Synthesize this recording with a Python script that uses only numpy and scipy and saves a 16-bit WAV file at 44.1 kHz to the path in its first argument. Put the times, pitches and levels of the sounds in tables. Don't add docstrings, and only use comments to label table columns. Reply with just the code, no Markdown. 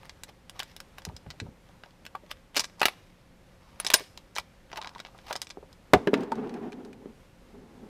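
import sys
import numpy as np
from scipy import signal
from scipy.fft import rfft, irfft
from scipy.io import wavfile
from scipy.ndimage import uniform_filter1d

SR = 44100
rng = np.random.default_rng(int(sys.argv[2]) if len(sys.argv) > 2 else 0)


def ratio_of_db(decibels):
    return 10 ** (np.asarray(decibels, float) / 20)


def pcm_store(signal):
    levels = np.round(np.clip(np.atleast_2d(signal), -1, 1) * 32767)
    wavfile.write(sys.argv[1], SR, levels.astype(np.int16).T)


N = 347934
RING = 4096

# pitch_hz [Hz], level_db [dB], ring_s [s to fall 60 dB]
STEEL_MODES = [(1621, 19, 0.048), (1946, 10, 0.13), (2320, 6, 0.022), (2320, 4.5, 0.15), (2838, -7, 0.011),
               (3330, -19.5, .05), (4170, -4.5, 0.011), (4200, -14, 0.13), (5140, 3, 0.15),
               (5110, 1.5, 0.16), (6027, 3.5, 0.11), (6470, -12, .03)]
# pitch_hz [Hz], level_db [dB], ring_s [s to fall 60 dB]
STOCK_MODES = [(720, -5.5, 0.046), (800, 2.5, 0.013), (897, -8.5, 0.15), (1040, -5, 0.0062),
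               (1140, 0.5, 0.024), (1356, 11, 0.017)]
# pitch_hz [Hz], level_db [dB], ring_s [s to fall 60 dB]
PLATE_MODES = [(200, 2, 0.66), (274, 2.5, 0.09), (314.5, -1.5, 0.033), (350, -5.5, 0.093), (411.8, 2, 0.09),
               (460, -1.5, 0.24), (561, -4.5, 0.15), (670.5, -21.5, 0.077)]


def colour(x, points):
    hz, db = np.transpose(points)
    size = x.shape[-1]
    bins = np.maximum(np.arange(size // 2 + 1) * SR / size, 1)
    gain = ratio_of_db(np.interp(np.log(bins), np.log(hz), db))
    y = irfft(rfft(x) * gain, size)
    return y / np.sqrt(np.mean(y ** 2))


def band(x, lo_hz, hi_hz):
    sos = signal.butter(2, [lo_hz, min(hi_hz, .45 * SR)], "bandpass", fs=SR, output="sos")
    return signal.sosfilt(sos, x)


def walk(rate):
    hold = int(SR / rate)
    steps = np.repeat(rng.standard_normal(N // hold + 1), hold)
    smooth = uniform_filter1d(uniform_filter1d(steps, hold), hold)[:N]
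    return smooth / smooth.std()


def fade(t, t60):
    return np.exp(-np.log(1000) * t / t60)


def peak_one(rings):
    return rings / np.abs(rings).max(axis=1, keepdims=True)


def strike(modes, t60, centre_hz, octaves, scatter_db, crack_db, push_s, linger_db):
    hz, db, own_t60 = np.transpose(modes)
    t = np.arange(RING) / SR
    bins = (np.arange(RING // 2 + 1) + 1) * SR / RING
    chance = rng.standard_normal((len(t60), RING + 3 * len(hz)))
    noise = chance[:, :RING]
    spread, detune, phase = np.split(chance[:, RING:], 3, axis=1)

    gain = ratio_of_db(db + scatter_db * spread - 6 * (np.log2(hz / centre_hz[:, None]) / octaves) ** 2)
    pole = 2j * np.pi * hz * (1 + .008 * detune) - np.log(1000) / own_t60
    ring = sum(gain[:, [k]] * np.exp(pole[:, [k]] * t + .6j * phase[:, [k]]).imag for k in range(len(hz)))

    tilt = ratio_of_db(-6 * (np.log2(bins / centre_hz[:, None]) / octaves) ** 2)
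    crack = irfft(rfft(noise) * tilt, RING) * fade(t, own_t60.mean())
    both = peak_one(ring) + ratio_of_db(crack_db) * peak_one(crack)

    both = both * (fade(t, t60[:, None]) + ratio_of_db(linger_db))
    snap_db, snap_s = 2, .0004
    both = both * (1 + ratio_of_db(snap_db) * np.exp(-t / snap_s))
    both = both * (1 - np.exp(-t / push_s)) * np.cos(np.pi / 2 * t / t[-1])
    return peak_one(both)


def place(times, rings):
    out = np.zeros(N + RING)
    for s, ring in zip(times, rings):
        start = int(s * SR)
        out[start:start + RING] += ring
    return out[:N]


def resonate(x, modes, widen):
    y = 0
    for hz, db, t60 in modes:
        b, a = signal.iirpeak(hz, hz * t60 / (4.7 * widen), SR)
        y = y + ratio_of_db(db) * signal.lfilter(b, a, x)
    return y / y.std()


def swells(peak_s, rise_s, fall_s, db):
    hop, fade_db = 50, -26
    t = np.arange(0, N + hop, hop) / SR
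    power = 0
    for s, rise, fall, d in zip(peak_s, rise_s, fall_s, db):
        stroke_db = np.interp(t, [s - rise, s, s + fall], [d + fade_db, d, d + fade_db], left=-200, right=-200)
        power = power + ratio_of_db(stroke_db) ** 2
    return uniform_filter1d(np.repeat(np.sqrt(power), hop)[:N], size=200)


def air():
    # pitch_hz [Hz], level_db [dB per Hz]
    water = [(12, -32.5), (20, 0), (184, -7.5), (451, -16.5), (534, -9.5), (614, -18), (813, -18),
             (1170, -21), (2230, -24), (13500, -41), (16400, -54)]
    # pitch_hz [Hz], level_db [dB rms]
    motor = [(177.6, -69.5), (532.9, -79)]
    t = np.arange(N) / SR
    level = ratio_of_db(-57.5 + .3 * walk(1.5) + .7 * walk(12))
    bed = level * colour(rng.standard_normal(N), water)
    hum = sum(np.sqrt(2) * ratio_of_db(db + 0.76 * walk(1.7)) * np.sin(2 * np.pi * hz * t) for hz, db in motor)
    return bed + hum


def slides():
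    # loudest_s [s], rise_s [s], fall_s [s], level_db [dB], stock_minus_level_db [dB]
    strokes = [(.06, 0.12, .06, -58.5, -1), (.295, 0.03, 0.011, -52.5, 1), (.56, 0.036, 0.098, -62.5, 5),
               (0.599, 0.02, 0.011, -36.5, -2), (0.981, 0.01, .025, -44.5, 1), (.7, 0.19, 0.079, -57, -10),
               (1.84, 0.021, 0.19, -66, 2), (2.313, 0.022, 0.0085, -44, -3), (2.6, 0.064, 0.06, -40.5, -3),
               (2.831, 0.048, 0.063, -37, 4.5), (3.76, 0.47, .05, -66, 4.5), (3.806, .01, .05, -44, -5.5),
               (3.908, .01, .07, -42.5, -3.5), (2.862, .01, .08, -40.5, 0), (3.03, 0.22, .4, -68.5, -8.5),
               (3.87, 0.14, 0.14, -50.5, 2), (3.971, 0.086, 0.13, -43, -9), (4.39, .04, .04, -60.5, -1),
               (4.779, 0.078, 0.031, -50.5, 7), (4.86, 0.12, 0.11, -63.5, 17),
               (4.97, 0.08, 0.059, -65, -10), (5.07, 0.044, 0.068, -63, 6), (5.201, 0.22, 0.093, -67.5, 6),
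               (5.3, .12, 0.14, -53.5, 1), (5.5, .2, 0.11, -81.5, 14)]
    # pitch_hz [Hz], level_db [dB per Hz]
    rasp = [(710, -30.5), (1200, -10), (1570, -7), (1810, 1), (3870, -3.5), (5350, -3), (7330, -19),
            (14700, -18.5), (16000, -33.5)]
    slips = rng.standard_normal(N) * ratio_of_db(3.5 * walk(250)) * ratio_of_db(1.5 * walk(40))
    steel = colour(slips, rasp) + 0.34 * resonate(slips, STEEL_MODES, widen=3.0)
    stock = band(resonate(slips, STOCK_MODES, widen=1.2), 700, 1150)
    s, rise, fall, db, stock_db = np.transpose(strokes)
    steel = swells(s, rise, fall, db) * steel / steel.std()
    return steel + swells(s, rise, fall, db + stock_db) * stock / stock.std()


def clicks():
    # start_s [s], level_db [dB peak], pitch_hz [Hz, centre], pins_minus_level_db [dB]
    ticks = [(0.0323, -40.5, 1940, -12), (0.095, -30, 2950, -22), (0.2351, -26, 4200, -8),
             (0.4961, -28.5, 3670, -9), (0.5934, -27, 4070, -6), (0.6015, -22, 2960, -14),
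             (0.631, -34, 3520, -3), (0.7644, -33.5, 3130, -2.5), (0.8029, -27.5, 3780, -10.5),
             (0.9836, -30.5, 2530, -12), (1.0512, -22, 3940, -13), (1.165, -31, 3800, -15),
             (1.3037, -28, 3230, -18), (1.3099, -31.5, 3480, -25), (1.4005, -24.5, 3200, -28),
             (1.836, -33.5, 2320, -24), (2.0524, -37, 2850, -9), (2.0644, -29.5, 2740, -13),
             (2.1527, -33.5, 2220, -12), (2.3137, -20.5, 2820, -15.5)]
    slams = [(2.558, -25, 3640, -11), (2.5652, -14, 3440, -10), (2.569, -12, 3630, -11),
             (2.5757, -13, 3650, -18.5), (2.5954, -9.5, 4630, -18.5), (2.6047, -16.5, 4500, -16.5),
             (2.6384, -29, 4000, -18), (2.6427, -22, 3590, -23), (2.6982, -42.5, 2780, -19.5),
             (2.8156, -11.5, 2230, -13), (2.83, -12, 2110, -16), (2.855, -3.5, 3100, -10.5),
             (2.869, -30.5, 3360, -17), (2.8835, -18.5, 2110, -9), (3.8, -21, 3200, -4.5),
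             (3.8478, -21.5, 3620, -15.5), (3.866, -12.5, 4000, -21), (3.902, -13.5, 2830, -8.5),
             (3.926, -31, 2250, -13), (3.9365, -11, 4240, -5.5), (3.9397, -1, 3920, -4),
             (3.985, -37, 3900, -15), (3.9963, -31.5, 2860, -5), (4.006, -37, 2140, -30),
             (4.1753, -30.5, 3490, -15), (4.3635, -21, 3330, -20.5), (4.3835, -14.5, 2650, -13.5),
             (4.398, -28.5, 3770, -17)]
    fumbles = [(4.7296, -32, 2640, -34), (4.7728, -28, 3160, -11), (4.783, -33.5, 2150, -30),
               (4.8153, -28, 3220, -26), (4.8255, -32, 3040, -35), (4.846, -29.5, 2420, -29),
               (4.873, -28.5, 3150, -37), (4.95, -36, 2690, -35), (4.9926, -35.5, 3280, -26),
               (5.001, -27, 2920, -20), (5.0497, -32, 2520, -36), (5.0692, -37.5, 3060, -30),
               (5.1878, -40.5, 2370, -24), (5.3098, -29.5, 2070, -16), (5.3276, -21, 3540, -10.5),
               (5.355, -24, 3240, -20), (5.362, -23, 4750, -19.5), (5.417, -20, 4040, -12),
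               (5.4275, -30.5, 3440, -12), (5.47, -33.5, 3920, -29.5), (5.5062, -29.5, 3340, -31),
               (5.7286, -42.5, 4610, -15)]
    rattles = [(0.0546, -41, 2500, -8), (.2824, -46.5, 2500, -15), (0.564, -50, 3000, -17),
               (1.0196, -42, 3000, -15), (1.089, -41, 2510, -15), (1.2649, -46, 1800, -25),
               (1.6894, -51, 3000, -25), (1.86, -45, 3000, -27), (1.9075, -46.5, 3000, -20),
               (2.2634, -45.5, 2500, -20), (2.3701, -49.5, 2500, -20), (2.5458, -34.5, 2470, -9),
               (2.5538, -30, 3200, -20), (2.581, -21, 4500, -13), (2.6012, -22, 4800, -18),
               (2.632, -44, 5000, -8), (2.653, -33, 4520, -25), (2.796, -35.5, 4450, -12),
               (2.804, -30, 3950, -18), (4.3528, -33, 4800, -22), (4.3575, -31, 4970, -20.5),
               (4.3743, -24.5, 2500, -16), (4.7005, -48, 2200, -23), (4.7164, -35, 2800, -24),
               (4.7772, -33, 2500, -20), (4.835, -37, 3500, -20), (4.859, -40, 3500, -25),
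               (4.8927, -35.5, 3500, -26), (4.936, -53, 3000, -15), (4.9818, -39, 3480, -21),
               (5.062, -37.5, 2990, -25.5), (5.179, -50, 5000, -12), (5.2149, -56, 3960, -22),
               (5.2898, -41.5, 3500, -17), (5.446, -42, 4970, -18), (5.492, -43, 4480, -11.5),
               (5.502, -33, 3510, -25), (5.512, -43, 4800, -23.5)]
    # pitch_hz [Hz], level_db [dB], ring_s [s to fall 60 dB]
    pin_modes = [(6960, 14.5, 0.0091), (9400, 8, 0.017), (13130, 0, 0.086)]
    stock_levels = (-12, -9.5, -10, -11.5, -8.5)

    kinds = [ticks, slams, fumbles, rattles, chatter()]
    s, db, hz, pins_db = np.concatenate(kinds).T
    stock_db = np.repeat(stock_levels, [len(kind) for kind in kinds]) - 13 * np.log2(hz / 3000)
    t60 = 0.019 * ratio_of_db(0.15 * (db + 29.5))
    steel = strike(STEEL_MODES, t60, hz, octaves=.8, scatter_db=4, crack_db=4, push_s=0.00017, linger_db=-28)
    pins = strike(pin_modes, 0.84 * t60, 0 * hz + 9800, octaves=1.0, scatter_db=-7.5, crack_db=8,
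                  push_s=0.00063, linger_db=-14.0)
    stock = strike(STOCK_MODES, 1.8 * t60, 0 * hz + 950, octaves=.45, scatter_db=5, crack_db=-6,
                   push_s=.0005, linger_db=-11)
    both = steel + ratio_of_db(pins_db)[:, None] * pins + ratio_of_db(stock_db)[:, None] * stock
    return place(s, ratio_of_db(db)[:, None] * both)


def knocks():
    # start_s [s], level_db [dB peak], pitch_hz [Hz, centre], ring_s [s to fall 60 dB]
    blows = [(0.285, -44.5, 540, 0.099), (1.068, -36.5, 650, 0.048), (1.097, -37.5, 720, 0.032),
             (1.262, -40.5, 560, 0.042), (1.339, -47.5, 656, 0.06), (1.415, -41, 288, 0.053),
             (1.465, -41.5, 720, 0.027), (1.694, -48.5, 786, 0.054), (1.861, -46.5, 694, 0.07),
             (2.15, -32, 950, 0.043), (2.235, -44, 475, 0.06), (2.568, -31, 410, 0.085),
             (2.596, -34, 423, 0.032), (2.817, -33, 534, 0.014), (2.855, -24, 443, 0.023),
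             (3.94, -14.5, 800, 0.031), (4.005, -38, 460, 0.081), (4.959, -36, 958, 0.04),
             (5.147, -44, 855, 0.054), (5.308, -23, 860, 0.049), (5.333, -34.5, 575, 0.06),
             (5.572, -28.5, 480, 0.049), (5.628, -37.5, 612, 0.05), (5.934, 0, 408, 0.072),
             (6.072, -11.5, 326, 0.094), (6.133, -8, 350, 0.45), (5.941, -6, 730, 0.067),
             (6.321, -19, 910, 0.029), (7.058, -29, 331, 0.039), (3.801, -43, 450, 0.037),
             (3.848, -29.5, 800, .03), (4.365, -34.5, 777, .04), (4.385, -38, 780, 0.042),
             (4.732, -30.5, 850, 0.032), (4.776, -36, 940, .04), (4.785, -37, 880, .04),
             (5.355, -30, 900, 0.036)]
    # start_s [s], level_db [dB peak], pitch_hz [Hz], ring_s [s to fall 60 dB]
    thumps = [
        (1.075, -33, 86, 0.13),
        (1.136, -39, 68, 0.076),
        (1.266, -37.5, 95, 0.077),
        (1.416, -33, 192, 0.26),
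        (1.451, -41, 99.6, 0.1),
        (1.481, -37.5, 133, 0.14),
        (5.937, -19.5, 150, 0.29),
        (6.133, -42, 200, 0.12),
    ]
    # pitch_hz [Hz], level_db [dB], ring_s [s to fall 60 dB]
    keel_modes = [(68.5, 4.5, 0.31), (100.7, -2, 0.12), (150, -3.5, 0.069)]
    s, db, hz, t60 = np.transpose(blows)
    plates = strike(PLATE_MODES + STOCK_MODES[:4], t60, hz, octaves=.56, scatter_db=3, crack_db=-5,
                    push_s=.0008, linger_db=-11)
    out = band(place(s, ratio_of_db(db)[:, None] * plates), 184.5, 5500)
    s, db, hz, t60 = np.transpose(thumps)
    keel = strike(keel_modes, t60, hz, octaves=0.88, scatter_db=-14.0, crack_db=-3.0,
                  push_s=0.0072, linger_db=-15.0)
    return out + place(s, ratio_of_db(db)[:, None] * keel)


def chatter():
    # [Hz, centre]
    runs = [
        (.612, 0.024, -45, 2480),
        (2.571, 0.024, -26, 4000),
        (3.869, 0.016, -31.5, 4000),
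        (3.908, 0.013, -38, 2900),
        (4.756, 0.016, -46, 3000),
        (5.26, 0.045, -50, 2980),
        (3.945, 0.019, -25, 4000),
    ]
    count = 4
    s, length, db, hz = np.repeat(runs, count, axis=0).T
    slot = np.arange(len(s)) % count
    size, tone, top = rng.standard_normal((len(s), 3)).T
    when = s + length * (slot + rng.random(len(s))) / count
    return np.transpose([when, db + 8.5 * size, hz * 2 ** (0.066 * tone), -23.5 + 4 * top])


def shuffles():
    # loudest_s [s], rise_s [s], fall_s [s], level_db [dB]
    strokes = [
        (1.12, 0.093, 0.12, -58.5),
        (1.46, 0.033, 0.15, -53.5),
        (5.969, 0.02, 0.23, -35.5),
        (6.169, 0.067, 0.18, -26.5),
        (6.42, 0.53, 0.63, -34),
        (6.62, 0.36, 0.47, -40.5),
        (6.9, 0.37, 0.33, -48.5),
        (7.09, 0.24, 0.11, -51),
        (7.56, 0.29, 0.64, -52),
        (7.86, 0.55, 0.37, -50.5),
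    ]
    # pitch_hz [Hz], level_db [dB per Hz]
    rumble = [(59, -47), (100, -17), (252, 3), (321, -16.5), (414, -4), (536, -16.5), (755, -11.5),
              (1240, -27), (6000, -61), (7800, -68), (13200, -120)]
    hiss = rng.standard_normal(N)
    bumps = walk(45)
    grit = hiss * ratio_of_db(1.5 * bumps)
    plates = band(resonate(grit, PLATE_MODES, widen=8.1), 182, 514)
    both = colour(grit, rumble) + .5 * plates / plates.std()
    speed = swells(*np.transpose(strokes))
    rough = colour(grit * ratio_of_db(2 * bumps), [(300, -23), (600, 5.5), (1500, -4), (3000, -13), (8000, -35)])
    grate = ratio_of_db(-48) * (speed / ratio_of_db(-32)) ** (1 + 0.49) * rough
    return speed * both / both.std() + grate


def pings():
    # start_s [s], level_db [dB peak],
    # pitch_hz [Hz], ring_s [s to fall 60 dB]
    single_notes = [(2.856, -43, 11220, .2), (3.8, -23, 9750, .03), (3.873, -28, 10500, .012),
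                    (3.94, -30, 9530, .25), (3.94, -33, 9670, .2), (3.94, -36, 12700, .04),
                    (3.94, -11, 5400, .022), (3.9395, -15, 6200, .02), (3.941, -11, 1600, .016),
                    (4.733, -44, 5750, .018), (6.3205, -15, 900, .045), (2.8155, -21, 760, .05),
                    (2.816, -19, 2550, .03),
                    (2.151, -31, 1144, 0.052), (2.151, -32, 770, 0.053), (2.831, -23.5, 900, .05),
              (2.856, -19.5, 1335, 0.047), (4.776, -36, 930, .08), (4.785, -33.5, 867, 0.072),
              (4.81, -44, 1050, .12), (4.96, -34, 944, .04), (5.938, -14, 728, .12),
              (5.937, -18.5, 1700, 0.046), (6.722, -42, 2390, .03), (6.93, -50, 2444, .03)]
    s, db, hz, t60 = np.transpose(single_notes)[:, :, None]
    t = np.arange(RING) / SR
    held = np.clip((.045 - t) / .005, 0, 1)
    return place(s[:, 0], ratio_of_db(db) * np.sin(2 * np.pi * hz * t) * fade(t, t60) * held)


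def bounces():
    # [Hz, centre]
    hits = [(5.9355, -1, 1100), (5.9374, -8, 990), (6.073, -18.5, 950), (6.1354, -22, 1000),
            (6.1402, -14.5, 1300), (6.1765, -45, 2040), (6.2068, -42, 3050), (6.2335, -40.5, 2930),
            (6.319, -31.5, 2560), (6.355, -38.5, 2760), (6.473, -44.5, 1970), (6.494, -38, 2110),
            (6.5398, -38.5, 2370), (6.7211, -39, 2320), (6.729, -37, 1880), (6.849, -42.5, 2920),
            (6.93, -45, 2410), (7.056, -51, 1300)]
    # pitch_hz [Hz], level_db [dB], ring_s [s to fall 60 dB]
    floor_modes = [(635, -20, 0.16), (700, -10, 0.062), (985, 4, 0.064), (1270, -4, 0.081),
                   (1280, -17, 0.09), (1540, -4.5, 0.09), (1650, 1.5, 0.07), (1780, -5, 0.065),
                   (2330, -19, 0.086), (2470, -5, 0.073), (2900, -36, 0.081), (3680, -14, 0.061)]
    s, db, hz = np.transpose(hits)
    t = np.arange(RING) / SR
    t60 = .035 * ratio_of_db(0.11 * (db + 20))
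    rings = strike(floor_modes, t60, hz, octaves=1.2, scatter_db=4, crack_db=5, push_s=.0002, linger_db=-24)
    rim_hz, rim_s = 4200, .00011
    rim_gain = ratio_of_db(-1.5 + .3 * db)[:, None]
    tick = rim_gain * np.cos(2 * np.pi * rim_hz * t) * np.exp(-t / rim_s)
    return place(s, ratio_of_db(db)[:, None] * (rings + tick))


def tail(t60, delay_s, hi_hz):
    t = np.arange(int(t60 * SR)) / SR
    echo = band(rng.standard_normal(SR)[:len(t)], 340, hi_hz) * fade(t, t60) * (t > delay_s)
    return echo / np.sqrt(np.sum(echo ** 2))


def scene():
    contacts = band(clicks() + bounces(), 180, 19000) + knocks() + slides()
    near = signal.sosfilt(signal.butter(2, 45, "highpass", fs=SR, output="sos"), contacts)
    sides = signal.fftconvolve(near, tail(t60=0.054, delay_s=0.0033, hi_hz=11080))[:N]
    banks = signal.fftconvolve(near, tail(t60=.42, delay_s=.03, hi_hz=11000))[:N]
    echoed = near + ratio_of_db(-13) * sides + ratio_of_db(-32.5) * banks
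    return (echoed + band(pings(), 300, 19000) + shuffles() + air())[None]


def roll_off(x):
    return signal.sosfilt(signal.butter(12, 16550, fs=SR, output="sos"), x)


def record(dry):
    top = signal.butter(12, 15300, fs=SR, output="sos")
    mix = signal.sosfilt(top, 0.94 * np.tanh(dry / 0.84))
    return roll_off(mix)


dry = scene()
out = record(dry)
pcm_store(out)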